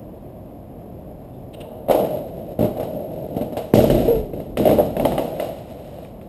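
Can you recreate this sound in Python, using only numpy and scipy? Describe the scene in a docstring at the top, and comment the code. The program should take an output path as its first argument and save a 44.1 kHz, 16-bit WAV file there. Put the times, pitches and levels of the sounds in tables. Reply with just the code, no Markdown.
"""Skateboard over a cellar door

A skateboard is thrown down in a brick porch, rolls out and pops onto a slanted steel cellar door.
The door booms and rattles, a wheel squeals in the turn, then the board drops off, tumbles and rolls away.
Before all this, a bird chirps and a shoe scuffs; a town rumbles far away throughout.
Most of the sound lies below 700 Hz, muffled as if by a closed camera case lying in the grass."""
import sys
import numpy as np
from scipy import signal
from scipy.fft import rfft, irfft
from scipy.io import wavfile
from scipy.ndimage import map_coordinates

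SR = 44100
rng = np.random.default_rng(int(sys.argv[2]) if len(sys.argv) > 2 else 0)


def unload_audio(sound):
    """Save the sound as a 16-bit wav file, at the path given as the first command line argument."""
    columns = np.transpose(np.atleast_2d(sound))
    # keep every value between -1 and 1, then stretch to whole-number steps
    steps = np.round(np.clip(columns, -1, 1) * 32767)
    wavfile.write(sys.argv[1], SR, steps.astype(np.int16))


N = 277248
REACH_DOOR_S, LEAVE_DOOR_S = 3.7, 4.9


def amp(db):
    """Turn decibels into a multiplier."""
    return 10 ** (np.asarray(db) / 20)


def unit(x):
    """Scale a sound to an average (rms) level of 1."""
    return x / np.sqrt(np.mean(x ** 2) + 1e-20)


def gain(spectrum, size):
    """A tone curve through (pitch_hz, level_db) points, falling 36 dB an octave past both ends."""
    hz, db = np.transpose(spectrum)
    octave = np.log2(np.fft.rfftfreq(size, 1 / SR) + 1)
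    outside = np.abs(octave - np.clip(octave, np.log2(hz[0]), np.log2(hz[-1])))
    return amp(np.interp(octave, np.log2(hz), db) - 36 * outside) + 1e-6


def noise(spectrum):
    """Noise with this tone colour, at an average level of 1."""
    return unit(irfft(rfft(rng.standard_normal(N)) * gain(spectrum, N), N))


def pulse(spectrum, size=4096):
    """The shortest tap with this tone colour (a minimum-phase pulse)."""
    cepstrum = irfft(np.log(gain(spectrum, size)))
    cepstrum[1:size // 2] *= 2
    cepstrum[size // 2 + 1:] = 0
    return irfft(np.exp(rfft(cepstrum)))


def wobble(rate):
    """A smooth curve through `rate` random points a second."""
    return map_coordinates(rng.standard_normal(int(N * rate / SR) + 4), [np.arange(N) * rate / SR])


def fade(fade_s):
    """A one-second curve that falls by 60 dB every fade_s."""
    return np.exp(-np.log(1000) * np.arange(SR) / SR / fade_s)


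def since(s):
    """Seconds gone by since time s, zero before it."""
    return np.maximum(np.arange(N) / SR - s, 0)


def swell(start, end, rise_s, fall_db_per_s):
    """A level that rises from the start, holds to the end, then dies away."""
    return np.minimum(since(start) / rise_s, 1) * amp(-fall_db_per_s * since(end))


def add(track, s, sound):
    """Mix a sound in at time s."""
    part = track[round(s * SR):][:len(sound)]
    part += sound[:len(part)]


def ring(notes, attack_s, spread_db, detune):
    """A struck object, peak 1; each blow shares its force differently among the notes."""
    t = np.arange(SR) / SR
    sound = np.zeros(SR)
    for hz, db, fade_s in notes:
        force = amp(db + spread_db * rng.normal()) * rng.choice([-1, 1])
        sound += force * fade(fade_s) * np.sin(2 * np.pi * hz * (1 + detune * rng.normal()) * t)
    sound *= 1 - np.exp(-t / attack_s)
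    return sound / np.abs(sound).max()


def echoed(sound, colour, early_db, early_s, late_db, late_s):
    """A sound of peak 1, then a wash of echoes: one part fades quickly, one slowly."""
    scatter = unit(irfft(colour * np.exp(2j * np.pi * rng.random(len(colour))), SR))
    envelope = np.hypot(amp(early_db) * fade(early_s), amp(late_db) * fade(late_s))
    direct = np.pad(sound, (0, SR - len(sound))) / np.abs(sound).max()
    return direct + scatter * envelope * (1 - fade(0.03))


# Tone of far traffic: pitch_hz, level_db
TRAFFIC_TONE = [(22, -28), (35, -3.5), (60, -3.5), (130, -1.5), (220, -3.5), (420, -8.5), (620, -7),
                (720, -11), (850, -20.5), (1000, -24), (1400, -37), (2800, -40.5), (4200, -48.5),
                (5800, -56.5)]


def town():
    """Far traffic rumbles under a faint steady whine."""
    whine = amp(-84) * noise([(4950, -24), (5110, 0), (5270, -24)])
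    return amp(-37 + 0.37 * wobble(24)) * noise(TRAFFIC_TONE) + whine


def bird():
    """One faint far chirp, smeared by distance."""
    t = np.arange(N) / SR
    chirp = np.exp(-((t - 1.355) / .055) ** 2)
    return amp(-72) * chirp * noise([(2800, -25), (3300, -8), (3600, 7), (3900, -25)])


# Shoe scuffs before the run-up: start_s, level_db
SHOE_SCUFFS = [(1.543, -46.5), (1.612, -43.5)]
# Tones of the scrape and of the hollow echo: pitch_hz, level_db
SCRAPE_TONE = [(1200, -18), (2100, -12), (2550, -9), (2850, 1), (3350, -9), (3900, -7), (4300, -19),
               (5500, -27)]
HOLLOW_TONE = [(150, -32), (300, -8.5), (410, -18), (455, 1.5), (500, -4.5), (575, -4), (620, 4),
               (665, -3.5), (770, -8.5), (850, -13), (950, -20.5), (1100, -25), (1600, -38)]


def scuffs():
    """Short bright scrapes of a shoe linger a little and stir the hollow porch."""
    out, t = np.zeros(N), np.arange(N) / SR
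    for s, db in SHOE_SCUFFS:
        scrape = np.exp(-((t - s) / 0.0088) ** 2)
        linger = amp(-12.5) * swell(s, s, rise_s=.004, fall_db_per_s=68)
        stir = amp(7) * swell(s, s, rise_s=.005, fall_db_per_s=28)
        out += amp(db) * ((scrape + linger) * noise(SCRAPE_TONE) + stir * noise(HOLLOW_TONE))
    return out


# Single knocks of tail, wheel or deck edge: start_s, level_db, thud_offset_db, click_offset_db
BOARD_KNOCKS = [(1.883, -7.5, -20, -26.5), (1.908, -0.5, -42, -20.5), (2.767, -17.5, -2.5, -22),
                (2.797, -11, -11, -23), (2.828, -15, -8, -21), (3.363, -13, -1.5, -23),
                (3.409, -15, 2, -21), (3.522, -17.5, -5, -23), (3.567, -8.5, -11.5, -18.5),
                (3.802, -8.5, -25, -20), (3.838, -4, -15, -38), (3.899, -6.5, -16.5, -19),
                (3.945, -11.5, -4.5, -23), (4.332, -23, -0.5, -24), (4.4, -20.5, -25, -26),
                (4.57, -10.5, -12, -15), (4.597, -9, -6.5, -34), (4.784, -4.5, -22, -31.5),
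                (4.795, -2.5, -22, -35.5), (4.965, -16, -2, -17.5), (4.996, -11, -27, -20.5),
                (5.05, -6.5, -24, -19.5), (5.119, -15, -7, -20.5), (5.178, -11, -20, -18),
                (5.191, -12.5, -26, -27), (5.397, -16.5, -8, -12), (5.424, -15, -28, -36),
                (5.984, -25.5, -25, -29), (6.047, -45, -9, -3), (6.212, -40, -24, -10)]
# The board comes down: start_s, gap_s, level_db, thud_offset_db, click_offset_db, loss_per_touch_db
# (a negative loss means the weight is building)
BOARD_LANDINGS = [(1.896, .049, 0, -23, -27.5, 3.5), (2.588, .018, -9.5, 0, -24.5, -0.2),
                  (3.736, .0168, -4, -5.5, -25, 1), (4.652, .0195, -2.5, -15, -27, 0.5)]


def blows(start, end):
    """List the blows between two times: four touches for each landing, plus the single knocks."""
    touches = [(s + k * gap_s, db - k * loss_db, thud_offset, click_offset)
               for s, gap_s, db, thud_offset, click_offset, loss_db in BOARD_LANDINGS for k in range(4)]
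    return [row for row in touches + BOARD_KNOCKS if start <= row[0] < end]


# Notes of the bending wooden deck, and of its edge and metal axles: pitch_hz, level_db, fade_s
DECK_NOTES = [(316, 2.5, 0.018), (496, -8.5, 0.086), (544, 11, 0.014), (633, 4.5, 0.029),
              (671, -5.5, 0.035), (784, -11, 0.037), (870, -21.5, 0.014)]
CLACK_NOTES = [(1090, -3, 0.0075), (1330, -6.5, 0.011), (1730, 4, 0.0065), (2090, -9, 0.019),
               (2300, -4, 0.0075), (2777, -3.5, 0.013), (3415, -1, 0.0067), (4000, -21, .004)]
# Tones of a dull thud and a bright click: pitch_hz, level_db
THUD_TONE = [(25, -26), (70, -19.5), (135, 0.5), (175, -5.5), (240, 0.5), (380, -3.5), (700, -21),
             (1500, -76)]
CLICK_TONE = [(500, -33), (1000, -2), (1350, 2), (1650, -2), (2050, 0.5), (2350, -0.5), (2900, 3.5),
              (3400, -2), (3900, 0), (4500, -8), (5300, -7.5), (6000, -18.5)]


def board_hits(rows, deck_pitch, thud_pitch, knock_db, thud_db, click_db, scatter_db, rattle_db,
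               knock_tail_db, thud_tail_db, click_tail_db, tail_s):
    """Each blow knocks the deck, thuds through the ground and clacks the axles; brick walls echo it."""
    out = np.zeros(N)
    bending = np.multiply(DECK_NOTES, [deck_pitch, 1, 1])  # a deck with no feet on it rings higher
    hollow = gain(np.multiply(HOLLOW_TONE, [deck_pitch, 1]), SR)
    ground = np.multiply(THUD_TONE, [thud_pitch, 1])  # the heavier the footing, the deeper the thud
    push, rumble, rattle = pulse(ground), gain(ground, SR), gain(CLICK_TONE, SR)
    for s, db, thud_offset, click_offset in rows:
        deck = ring(bending, attack_s=0.0015, spread_db=3.5, detune=0.011)
        edge = ring(CLACK_NOTES, attack_s=0.0047, spread_db=2.0, detune=0.068)
        knock = amp(knock_db) * echoed(deck, hollow, scatter_db, 0.18, knock_tail_db, tail_s)
        thud = amp(thud_db + thud_offset) * echoed(push, rumble, -3.4, 0.089, thud_tail_db, tail_s)
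        click = amp(click_db + click_offset) * echoed(edge, rattle, rattle_db, 0.087, click_tail_db, tail_s)
        add(out, s + 0.00151, amp(db) * (knock + thud + click))
    return out


# Spells of rolling: start_s, end_s, hum_db, grit_db, weight_offset_db (added to hum_db), jolt_db
ROLL_SPELLS = [(1.967, 2.53, -37, -66, 0.5, 18), (2.638, 3.467, -30.5, -61.5, 0.5, -10),
               (3.803, 4.115, -23, -46.5, -1.5, -2), (4.338, 4.415, -36, -66, 4, 4),
               (4.607, 4.863, -34, -62, 1.5, 5), (4.982, 5.476, -26.5, -55.5, -7.5, -2.5),
               (5.496, 6.048, -39, -60, -25, -1.5)]
# Tones of the rolling hum and of the rumble under the rider's weight: pitch_hz, level_db
HUM_TONE = [(200, -15), (380, -32), (480, -1.5), (620, 9), (720, -2.5), (850, -11.5), (1100, -32),
            (2000, -61)]
WEIGHT_TONE = [(50, -41), (110, -5), (160, 2.5), (230, -1.5), (340, -2), (450, -3), (560, -2), (750, -25)]


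def rolling():
    """Rough paving makes the deck hum, and rumble when it carries weight; grit crackles underneath."""
    hum, grit, weight = np.zeros((3, N))
    for start, end, hum_db, grit_db, weight_offset, jolt_db in ROLL_SPELLS:
        jolt = amp(jolt_db * np.exp(-since(start) / 0.21))  # starts louder or softer, then settles
        shake = jolt * swell(start, end, rise_s=0.032, fall_db_per_s=121)
        hum = np.hypot(hum, amp(hum_db) * shake)
        grit = np.hypot(grit, amp(grit_db) * shake)
        weight = np.hypot(weight, amp(hum_db + weight_offset) * shake)
    bumps = amp(1.3 * wobble(25))
    stone_hits = rng.random(N) < 900 / SR  # about 900 a second
    stones = stone_hits * rng.standard_normal(N) * amp(3.5 * rng.standard_normal(N))
    crackle = unit(signal.fftconvolve(stones, pulse(CLICK_TONE))[:N])
    body = amp(-2.0) * (hum * noise(HUM_TONE) + weight * noise(WEIGHT_TONE))
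    return bumps * (body + grit * (amp(-2.5) * crackle + amp(1) * noise(CLICK_TONE)))


# Notes of the steel door panels: pitch_hz, level_db, fade_s
STEEL_NOTES = [(80.2, 0.5, 0.65), (107, -5, 0.49), (134.6, -8, 0.53), (174, -23, .5), (214, 6, 0.5),
               (249, -17, 0.24), (291.3, -2, 0.88), (323, 3, 0.24), (348, -1, 0.34), (437, -7, 0.46),
               (536, 1, 0.53), (590, -16, 0.27)]
# The door bends as the weight on it shifts: start_s, end_s, boom_db, rumble_db
DOOR_BENDS = [(3.72, 3.85, -31, -26), (3.88, 4.2, -28, -17), (4.453, 4.55, -34.5, -34.5),
              (4.566, 4.89, -39, -18.5), (4.959, 5.15, -37, -20.5)]
# Tone of its deep boom: pitch_hz, level_db
BOOM_TONE = [(24, -28), (32, -1), (38, -6), (46, -10), (70, -12.5), (200, -60)]


def door():
    """The steel rings at each blow; each bend sets off a short rumble, and booms while it lasts."""
    ringing, boom, rumble = np.zeros((3, N))
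    for s, db, thud_offset, _ in blows(REACH_DOOR_S, LEAVE_DOOR_S):
        steel = ring(STEEL_NOTES, attack_s=0.0063, spread_db=4.5, detune=0.011)
        add(ringing, s, amp(db + thud_offset - 2.0) * steel)
    for start, end, boom_db, rumble_db in DOOR_BENDS:
        bent = swell(start, end, rise_s=0.037, fall_db_per_s=100)
        shudder = swell(start, start + 0.091, rise_s=0.037, fall_db_per_s=57)
        boom = np.hypot(boom, amp(boom_db) * bent)
        rumble = np.hypot(rumble, amp(rumble_db) * shudder)
    return ringing + boom * noise(BOOM_TONE) + amp(-2.0) * rumble * noise(THUD_TONE)


# All the rider's weight lands on the steel: start_s, level_db
DOOR_SLAM = [(3.738, 3)]
# Tones of the steel sheet's slap and its hinges' buzz: pitch_hz, level_db
SLAP_TONE = [(60, -2.5), (250, 3.5), (500, 8), (900, -20), (1500, -21), (2500, -36), (4000, -37),
             (6000, -53)]
HINGE_TONE = [(1500, -24), (3000, 4), (4500, 1), (5300, 2), (6000, -6)]


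def slam():
    """The landing slaps the sheet in one hard push and sets the hinges buzzing."""
    out = np.zeros(N)
    slap, buzz = pulse(SLAP_TONE), gain(HINGE_TONE, SR)
    for s, db in DOOR_SLAM:
        add(out, s, amp(db) * echoed(slap, buzz, early_db=-39, early_s=0.19, late_db=-39, late_s=0.82))
    return out


def squeal():
    """A skidding wheel sticks and slips; its shaky pitch sinks as it slows, and the deck rasps along."""
    start_s, end_s, start_hz, sag_hz_per_s = 4.069, 4.11, 465.5, 210
    pitch_hz = (start_hz - sag_hz_per_s * since(start_s)) * (1 + .05 * wobble(300))
    phase = 2 * np.pi * np.cumsum(pitch_hz) / SR
    tone = np.sin(phase) + amp(-28) * np.sin(2 * phase) + amp(-41.5) * np.sin(3 * phase)
    skid = swell(start_s, end_s, rise_s=0.018, fall_db_per_s=133)
    return amp(-15) * skid * (unit(tone) * amp(2.4 * wobble(140)) + amp(-14) * noise(HUM_TONE))


def scene():
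    """The porch is far and echoing; the door and the paving in front are nearer and echo less."""
    porch = board_hits(blows(0, REACH_DOOR_S), deck_pitch=0.98, thud_pitch=0.88,
                       knock_db=-4.5, thud_db=-1, click_db=-2.5, scatter_db=-7.5, rattle_db=-2.5,
                       knock_tail_db=-12, thud_tail_db=-16, click_tail_db=-14, tail_s=0.58)
    ride = board_hits(blows(REACH_DOOR_S, LEAVE_DOOR_S), deck_pitch=0.97, thud_pitch=1.035,
                      knock_db=-0.5, thud_db=2.5, click_db=6, scatter_db=-12.5, rattle_db=-10,
                      knock_tail_db=-20, thud_tail_db=-12, click_tail_db=-18, tail_s=0.73)
    tumble = board_hits(blows(LEAVE_DOOR_S, N / SR), deck_pitch=1.059, thud_pitch=1.3,
                        knock_db=0.5, thud_db=-3.5, click_db=9.5, scatter_db=-9.5, rattle_db=-16.5,
                        knock_tail_db=-17.5, thud_tail_db=-10, click_tail_db=-23, tail_s=0.76)
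    skating = porch + ride + tumble + slam() + door() + rolling() + squeal()
    return (skating + scuffs() + bird() + town())[None]


def record(dry):
    """The camera cuts the deepest bass, clips loud peaks and holds each sample for 1/12000 s."""
    hold_hz, top_hz = 12000, 15300
    hz = np.fft.rfftfreq(N, 1 / SR)
    bass_cut = signal.sosfilt(signal.butter(6, 31, "highpass", fs=SR, output="sos"), dry[0])
    spectrum = rfft(np.clip(bass_cut, -1, 1))
    # the held steps mirror the sound on both sides of the hold rate: a thin sizzle
    offset_hz = np.abs(hz - hold_hz)
    mirror = spectrum[np.rint(offset_hz * N / SR).astype(int)] * offset_hz / (hz + 1)
    mirror = np.where(hz < hold_hz, -mirror.conj(), mirror)
    held = np.where(hz < hold_hz / 2, spectrum, mirror)
    return irfft(held * (hz < top_hz), N)[None]


dry = scene()
out = record(dry)
unload_audio(out)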